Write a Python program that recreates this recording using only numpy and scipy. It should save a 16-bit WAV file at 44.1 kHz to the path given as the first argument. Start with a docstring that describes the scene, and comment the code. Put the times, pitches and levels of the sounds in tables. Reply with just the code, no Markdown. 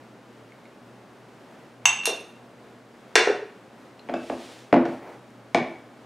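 """Faint ticks of handling come first in a quiet kitchen, then two small ceramic dishes are stacked and set down.
Next a wooden pestle is lifted from a plastic bowl, brushes a steel scoop, slides along the wall and raps the rim.
Each knock is a set of fading tones plus a noisy crack; each slide is shaped noise that follows the stroke's speed.
Hard walls answer every knock with echoes and a tail. Room noise and an appliance's hum last throughout."""
import sys
import numpy as np
from scipy import signal
from scipy.fft import rfft, irfft, next_fast_len
from scipy.io import wavfile
from scipy.ndimage import map_coordinates

SR = 44100
rng = np.random.default_rng(int(sys.argv[2]) if len(sys.argv) > 2 else 0)


def dump(signal):
    """Clip the signal to [-1, 1] and save it as 16-bit WAV at the path in sys.argv[1]."""
    limited = np.clip(np.atleast_2d(signal).T, -1, 1)
    pcm = np.round(limited * 32767).astype(np.int16)
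    wavfile.write(sys.argv[1], SR, pcm)


def attenuation_scalar(level_db):
    """Turn a level in dB into a linear amplitude multiplier (20 dB per decade)."""
    decades = np.asarray(level_db, float) / 20
    return 10 ** decades


N = 266805  # length in samples


def dishes():
    """Both dishes ring at every touch; set down, the stack crashes and the counter answers low."""
    # dishes touching: start_s, large_dish_db, small_dish_db, contact_ms
    clinks = [(1.855, -8.5, -55, 0.1), (2.035, -30.5, -32, 0.25), (2.0555, -40.5, -21.5, 0.049),
              (2.0676, -22.5, -28, 0.12)]
    # tones of the large dish: pitch_hz; then level_db, t60_s (time to fade by 60 dB)
    large_hz = [1020, 1500, 2420, 2700, 2788, 3605, 4500, 5905, 6400, 6487, 7876, 9410, 11020, 13410, 15400]
    large_fading = [(-1, 0.012), (-16, 0.041), (-14, 0.028), (-2.5, 0.11), (2, 0.044), (-3.5, 0.054),
                    (-12, 0.045), (-7, 0.084), (10, 0.017), (3, 0.055), (-9.5, 0.13), (-15.5, 0.069),
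                    (-10, 0.0595), (-26.5, .12), (-25, 0.041)]
    # tones of the small dish: pitch_hz; then level_db, t60_s
    small_hz = [2745, 3628, 4085, 4172, 5593, 6433, 8850, 11060, 12100, 13430, 15400]
    small_fading = [(5.5, 0.046), (-6, 0.2), (-5, .05), (-8.5, .05), (-4.5, 0.1), (1.5, 0.019), (1, 0.08),
                    (-1, 0.075), (-12.5, .05), (-20.5, .1), (-25, 0.049)]
    # the stack meeting the counter: start_s, rattle_db, counter_db, contact_ms
    landings = [(2.073, -64, -18, 1), (2.0795, -60, -23, 1), (3.155, -20.5, -13.5, 0.13),
                (3.161, -23.5, -22.5, 0.16), (3.272, -49, -13, 0.47)]
    # tones of the rattling stack: pitch_hz, level_db, t60_s
    stack_modes = [(1573, 7.5, 0.041), (1758, 0.5, 0.052), (2260, -3, 0.031), (2795, 3, 0.074),
                   (3536, 2, 0.082), (3920, -2.5, .06), (4517, -6, 0.2), (5690, 14, 0.016),
                   (9000, -19, 0.049)]
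    # tones of the counter: pitch_hz, level_db, t60_s
    counter_modes = [(363, -11, 0.088), (440.4, 3, 0.046), (507, -7.5, 0.015), (735, -6.5, 0.04),
                     (605, -5, .04), (1583, -22, 0.037)]

    large_modes = np.column_stack((large_hz, large_fading))
    small_modes = np.column_stack((small_hz, small_fading))
    hits = []
    for s, large_db, small_db, ms in clinks:
        large = ring(large_modes, large_db, ms, crack_db=5, crack_s=0.014, crack_hz=6960)
        small = ring(small_modes, small_db, ms, crack_db=10, crack_s=0.012, crack_hz=11760)
        pair = band_pass(large + small, low_hz=700, high_hz=17270)
        pair = band_pass(pair, low_hz=690, high_hz=17770)
        hits.append((s, kitchen(pair, tail_db=2), -1.2))
    for s, rattle_db, counter_db, ms in landings:
        crash = ring(stack_modes, rattle_db, ms, crack_db=22.5, crack_s=0.019, crack_hz=9000)
        crash = band_pass(crash, low_hz=940, high_hz=12000)
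        knock = ring(counter_modes, counter_db, ms, crack_db=10.5, crack_s=0.041, crack_hz=2470)
        knock = band_pass(knock, low_hz=328, high_hz=3000)
        hits.append((s, kitchen(crash + knock, tail_db=4.5), .1))
    return hits


def pestle():
    """At each rap the bowl booms, the wood clacks and the counter takes a thump."""
    # pestle against the bowl: start_s, bowl_db, pestle_db, bowl_contact_ms
    raps = [(4.088, -27, -35, 0.68), (4.095, -22.5, -60, 0.61), (4.139, -21.5, -49, 0.4),
            (4.298, -20, -58, 0.62), (4.7271, -4, -22.5, 0.75), (4.74, -5, -29, 0.91),
            (4.854, -26, -31, 0.39), (4.858, -28, -43, 0.38), (5.5466, -9.5, -8, 0.64),
            (5.5528, -20, -22.5, 0.35)]
    # tones of the plastic bowl: pitch_hz, level_db, t60_s
    bowl_modes = [(151, -22.5, 0.16), (244.2, -5.5, 0.11), (287, -6.5, 0.058), (338.6, -17, 0.42),
                  (394, -4, 0.04), (481, -3.5, 0.04), (582, 4.5, 0.029), (711, 8, 0.016), (874, 1, 0.02),
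                  (1125, -4, 0.021), (1527, -1, 0.017), (1815, 3.5, 0.0074), (2500, 8, 0.0039),
                  (3530, -8, 0.0091)]
    # tones of the wooden pestle: pitch_hz, level_db, t60_s
    pestle_modes = [(2273, 0, .02), (2960, -10, .01), (3700, -7, 0.013), (5400, -6, .004),
                    (7500, -26, .003)]
    # low tone of the thumped counter: pitch_hz, level_db, t60_s
    thump_modes = [(80.4, 0, 0.35)]

    hits = []
    for s, bowl_db, wood_db, ms in raps:
        boom = ring(bowl_modes, bowl_db, ms, crack_db=6, crack_s=0.036, crack_hz=6100)
        boom = band_pass(boom, low_hz=149, high_hz=9000)
        clack = ring(pestle_modes, wood_db, 0.21, crack_db=4.5, crack_s=0.011, crack_hz=8400)
        clack = band_pass(clack, low_hz=896, high_hz=12000)
        thump_db = -47 + .25 * bowl_db  # a harder rap thumps only a little more
        thump = ring(thump_modes, thump_db, 6.3, crack_db=-50, crack_s=.01, crack_hz=300)
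        thump = band_pass(thump, low_hz=54.7, high_hz=200)
        hits.append((s, kitchen(boom + clack + thump, tail_db=1.5), .3))
    return hits


def slide():
    """Wet wood on plastic: an uneven hiss and a rougher rumble of the bowl follow the speed of each stroke."""
    # strokes, with levels at top speed: start_s, length_s, hiss_db, rumble_db
    strokes = [(4.111, .62, -50, -51), (4.833, 0.18, -58, -44), (4.96, 0.256, -63, -44)]
    # colour of the hiss: pitch_hz, level_db (per Hz, relative)
    hiss_colour = [(700, -29), (1500, -2.5), (3500, -0.5), (6000, -7), (9800, -13), (13000, -25),
                   (15800, -28.5)]
    # colour of the bowl's rumble: pitch_hz, level_db (per Hz, relative)
    rumble_colour = [(120, -25), (300, 1.5), (750, 4), (1200, -8), (2200, -10), (4000, -39)]

    t = np.arange(N) / SR
    start_s, length_s, hiss_db, rumble_db = np.transpose(strokes)[:, :, None]
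    progress = np.clip((t - start_s) / length_s, 0, 1)
    speed = np.abs(np.sin(np.pi * progress)) ** 0.98  # speeds up, then slows down

    mid = unit(coloured(hiss_colour, N))
    side = unit(coloured(hiss_colour, N))
    stereo = mid + attenuation_scalar(-18) * np.array([side, -side])
    hiss = (attenuation_scalar(hiss_db) * speed).sum(0) * attenuation_scalar(0.8 * wobble(30)) * stereo
    rumble_gain = (attenuation_scalar(rumble_db) * speed).sum(0) * attenuation_scalar(2.0 * wobble(37))
    return hiss + rumble_gain * unit(coloured(rumble_colour, N))


def small_things():
    """The scoop tinkles once; fingers and dishes leave faint ticks, each a single short tone with a crack."""
    # the touch on the scoop: start_s, level_db, contact_ms
    nudge = (4.1385, -42, 0.091)
    # tones of the steel scoop: pitch_hz, level_db, t60_s
    scoop_modes = [(2620, -2.5, 0.25), (5070, -14, 0.09), (7000, -1, 0.019)]
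    # ticks of handling: start_s, pitch_hz, level_db, t60_s
    ticks = [(.521, 2180, -39.5, 0.016), (.655, 2200, -42, 0.023), (3.993, 2800, -41, 0.009),
             (3.995, 4150, -41, 0.015), (5.305, 9000, -53.5, 0.0037)]

    s, db, ms = nudge
    tinkle = ring(scoop_modes, db, ms, crack_db=3, crack_s=0.0061, crack_hz=9000)
    tinkle = band_pass(tinkle, low_hz=1980, high_hz=10000)
    hits = [(s, kitchen(tinkle, tail_db=6.0), .3)]
    for s, hz, db, t60 in ticks:
        tick = ring([(hz, db, t60)], 0, 0.044, crack_db=db - 13, crack_s=0.0044, crack_hz=9000)
        tick = band_pass(tick, low_hz=1500, high_hz=14000)
        hits.append((s, kitchen(tick, tail_db=-13), .3))
    return hits


def air():
    """Nearly steady room noise, shaped by pitch and a little different left and right, over a wavering mains hum."""
    # colour of the room noise: pitch_hz, level_db (per Hz, relative)
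    air_colour = [(15, -50), (30, -39), (84, -17), (99, -30), (117, -4), (166, -10.5), (190, -3),
                  (242, -2.5), (373, -4.5), (439, -5.5), (591, -6.5), (1040, -12), (1520, -15), (4610, -29),
                  (9000, -36), (16000, -47.5)]
    # left-right difference of the noise: pitch_hz, side_minus_mid_db
    air_side = [(60, -2.5), (110, -14.5), (200, -17.5), (380, -15), (700, -15), (1290, -15), (2380, -5),
                (4400, -7.5), (8120, -23), (15000, -2)]
    # tones of the hum: pitch_hz, level_db (rms, before the wavering)
    hum_tones = [(120, -62.5), (240, -62.5)]

    mid = coloured(air_colour, N)
    side_colour = [(hz, db + along(air_side, hz)) for hz, db in air_colour]
    side = coloured(side_colour, N)
    gain = attenuation_scalar(-49.5 + .6 * wobble(7.8)) / mid.std()
    noise = gain * np.array([mid + side, mid - side]) * attenuation_scalar([[.15], [-.15]])

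    t = np.arange(N) / SR
    hum = np.zeros(N)
    for hz, db in hum_tones:
        strength = np.sqrt(2) * attenuation_scalar(db + 2.6 * wobble(8))
        hum += strength * np.sin(2 * np.pi * hz * t + .9 * wobble(10))
    return noise + hum


def ring(modes, db, contact_ms, crack_db, crack_s, crack_hz):
    """One push drives fading tones and a noisy crack; a longer contact smooths the push and sounds duller."""
    t = np.arange(SR // 2) / SR
    hz, level_db, t60 = np.transpose(modes)[:, :, None]
    sign = (-1) ** np.arange(len(modes))[:, None]
    swing = sign * attenuation_scalar(level_db + rng.normal(0, 1, hz.shape))
    # a random wander of each tone's phase makes the ring slightly rough and blurred in pitch:
    # .17 radians per root of a cycle
    wander = .17 * np.sqrt(hz / SR) * rng.standard_normal((len(modes), len(t))).cumsum(1)
    tones = swing * attenuation_scalar(-60 * t / t60) * np.sin(2 * np.pi * hz * t + wander)
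    body = tones.sum(0)
    crack = attenuation_scalar(crack_db - 60 * t / crack_s) * rng.standard_normal(len(t))
    crack = band_pass(crack, 20, crack_hz)
    push = np.exp(-np.arange(SR // 100) / (SR * contact_ms / 1000 / 4))
    push = np.convolve(push, push)  # rises smoothly, then fades
    return attenuation_scalar(db) * signal.fftconvolve(body + crack, push / push.sum())[:len(t)]


def kitchen(hit, tail_db):
    """Adds wall echoes and a fading noise tail to the direct sound; only the reflections differ left and right."""
    # how long the tail lasts: pitch_hz, t60_s
    tail_fading = [(100, 0.43), (300, 0.44), (1000, 0.48), (3000, 0.5), (7000, 0.4), (14000, 0.52)]
    # colour of the tail against the direct sound, before tail_db: pitch_hz, level_db
    tail_colour = [(150, 2), (600, -3), (2500, -2), (7000, -7), (14000, -16.5)]
    # left-right difference of the tail: pitch_hz, side_minus_mid_db
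    tail_side = [(200, -36.5), (600, -26), (2000, -17), (6000, -15), (14000, -15)]
    first_ms, spread, wall_db = 6, 1.3, -15.5  # first echo, each delay over the last, echo level

    hz, t, z = signal.stft(rng.standard_normal((2, SR * 3 // 4)), SR, nperseg=256)
    t60 = along(tail_fading, hz)[:, None]
    energy_one = np.sqrt(2 * np.log(1000) / SR / t60)  # makes long and short tails equally strong
    z = z * energy_one * attenuation_scalar(tail_db + along(tail_colour, hz)[:, None] - 60 * t / t60)
    z[1] *= attenuation_scalar(along(tail_side, hz))[:, None]
    tails = signal.istft(z, SR, nperseg=256)[1]
    tail_s = np.arange(tails.shape[1]) / SR
    mid, side = tails * (1 - np.exp(-(tail_s / .012) ** 2))  # the tail builds up

    mid[0] += 1  # direct sound
    for k in range(8):
        delay = round(first_ms * spread ** k * SR / 1000)
        mid[delay] += (-1) ** k * attenuation_scalar(wall_db)
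        # two opposite samples cancel in the bass, so the sides differ in the treble
        side[delay:delay + 2] += rng.choice([-1, 1]) * attenuation_scalar(wall_db - 8.5) * np.array([1, -1])
    return signal.fftconvolve(hit[None], [mid + side, mid - side], axes=1)


def band_pass(x, low_hz, high_hz):
    """Small things radiate no bass and far things lose their top: keeps the band between two pitches."""
    return signal.sosfilt(signal.butter(3, [low_hz, high_hz], "bandpass", fs=SR, output="sos"), x)


def coloured(points, length):
    """Random noise whose spectrum follows (Hz, dB) points."""
    m = next_fast_len(length + 8192)
    spectrum = rfft(rng.standard_normal(m)) * attenuation_scalar(along(points, np.fft.rfftfreq(m, 1 / SR)))
    return irfft(spectrum, m)[:length]


def wobble(rate):
    """A smooth random curve through this many random knots a second."""
    knots = rng.standard_normal(int(N * rate / SR) + 4)
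    return map_coordinates(knots, [np.arange(N) * rate / SR])


def along(points, hz):
    """Reads a curve of (Hz, value) points, with pitch on a log axis."""
    f, v = np.transpose(points)
    return np.interp(np.log(hz + 1), np.log(f + 1), v)


def unit(x):
    """Scales a sound to rms 1."""
    return x / np.sqrt(np.mean(x ** 2) + 1e-20)


def add(out, s, sound):
    """Mixes a sound in at time s, in seconds."""
    part = out[:, round(s * SR):][:, :sound.shape[1]]
    part += sound[:, :part.shape[1]]


def scene():
    """Places every knock (time, sound in the room, left minus right dB) over the slides and the room noise."""
    out = air() + slide()
    for s, sound, lean_db in dishes() + pestle() + small_things():
        add(out, s, sound * attenuation_scalar([[lean_db / 2], [-lean_db / 2]]))
    return out


def band_limit(x):
    """A steep low-pass at the top of the band."""
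    return signal.sosfilt(signal.butter(12, 16520, fs=SR, output="sos"), x)


def record(dry):
    """Rounds off the loudest peaks, then removes everything from the band limit up."""
    full_scale, knee, top_hz = .95, 6, 15800  # a higher knee bends more sharply
    held = dry / (1 + np.abs(dry / full_scale) ** knee) ** (1 / knee)
    m = next_fast_len(N)
    below_top = np.fft.rfftfreq(m, 1 / SR) < top_hz
    mix = irfft(rfft(held, m) * below_top, m)[:, :N]
    return band_limit(mix)


dry = scene()
out = record(dry)
dump(out)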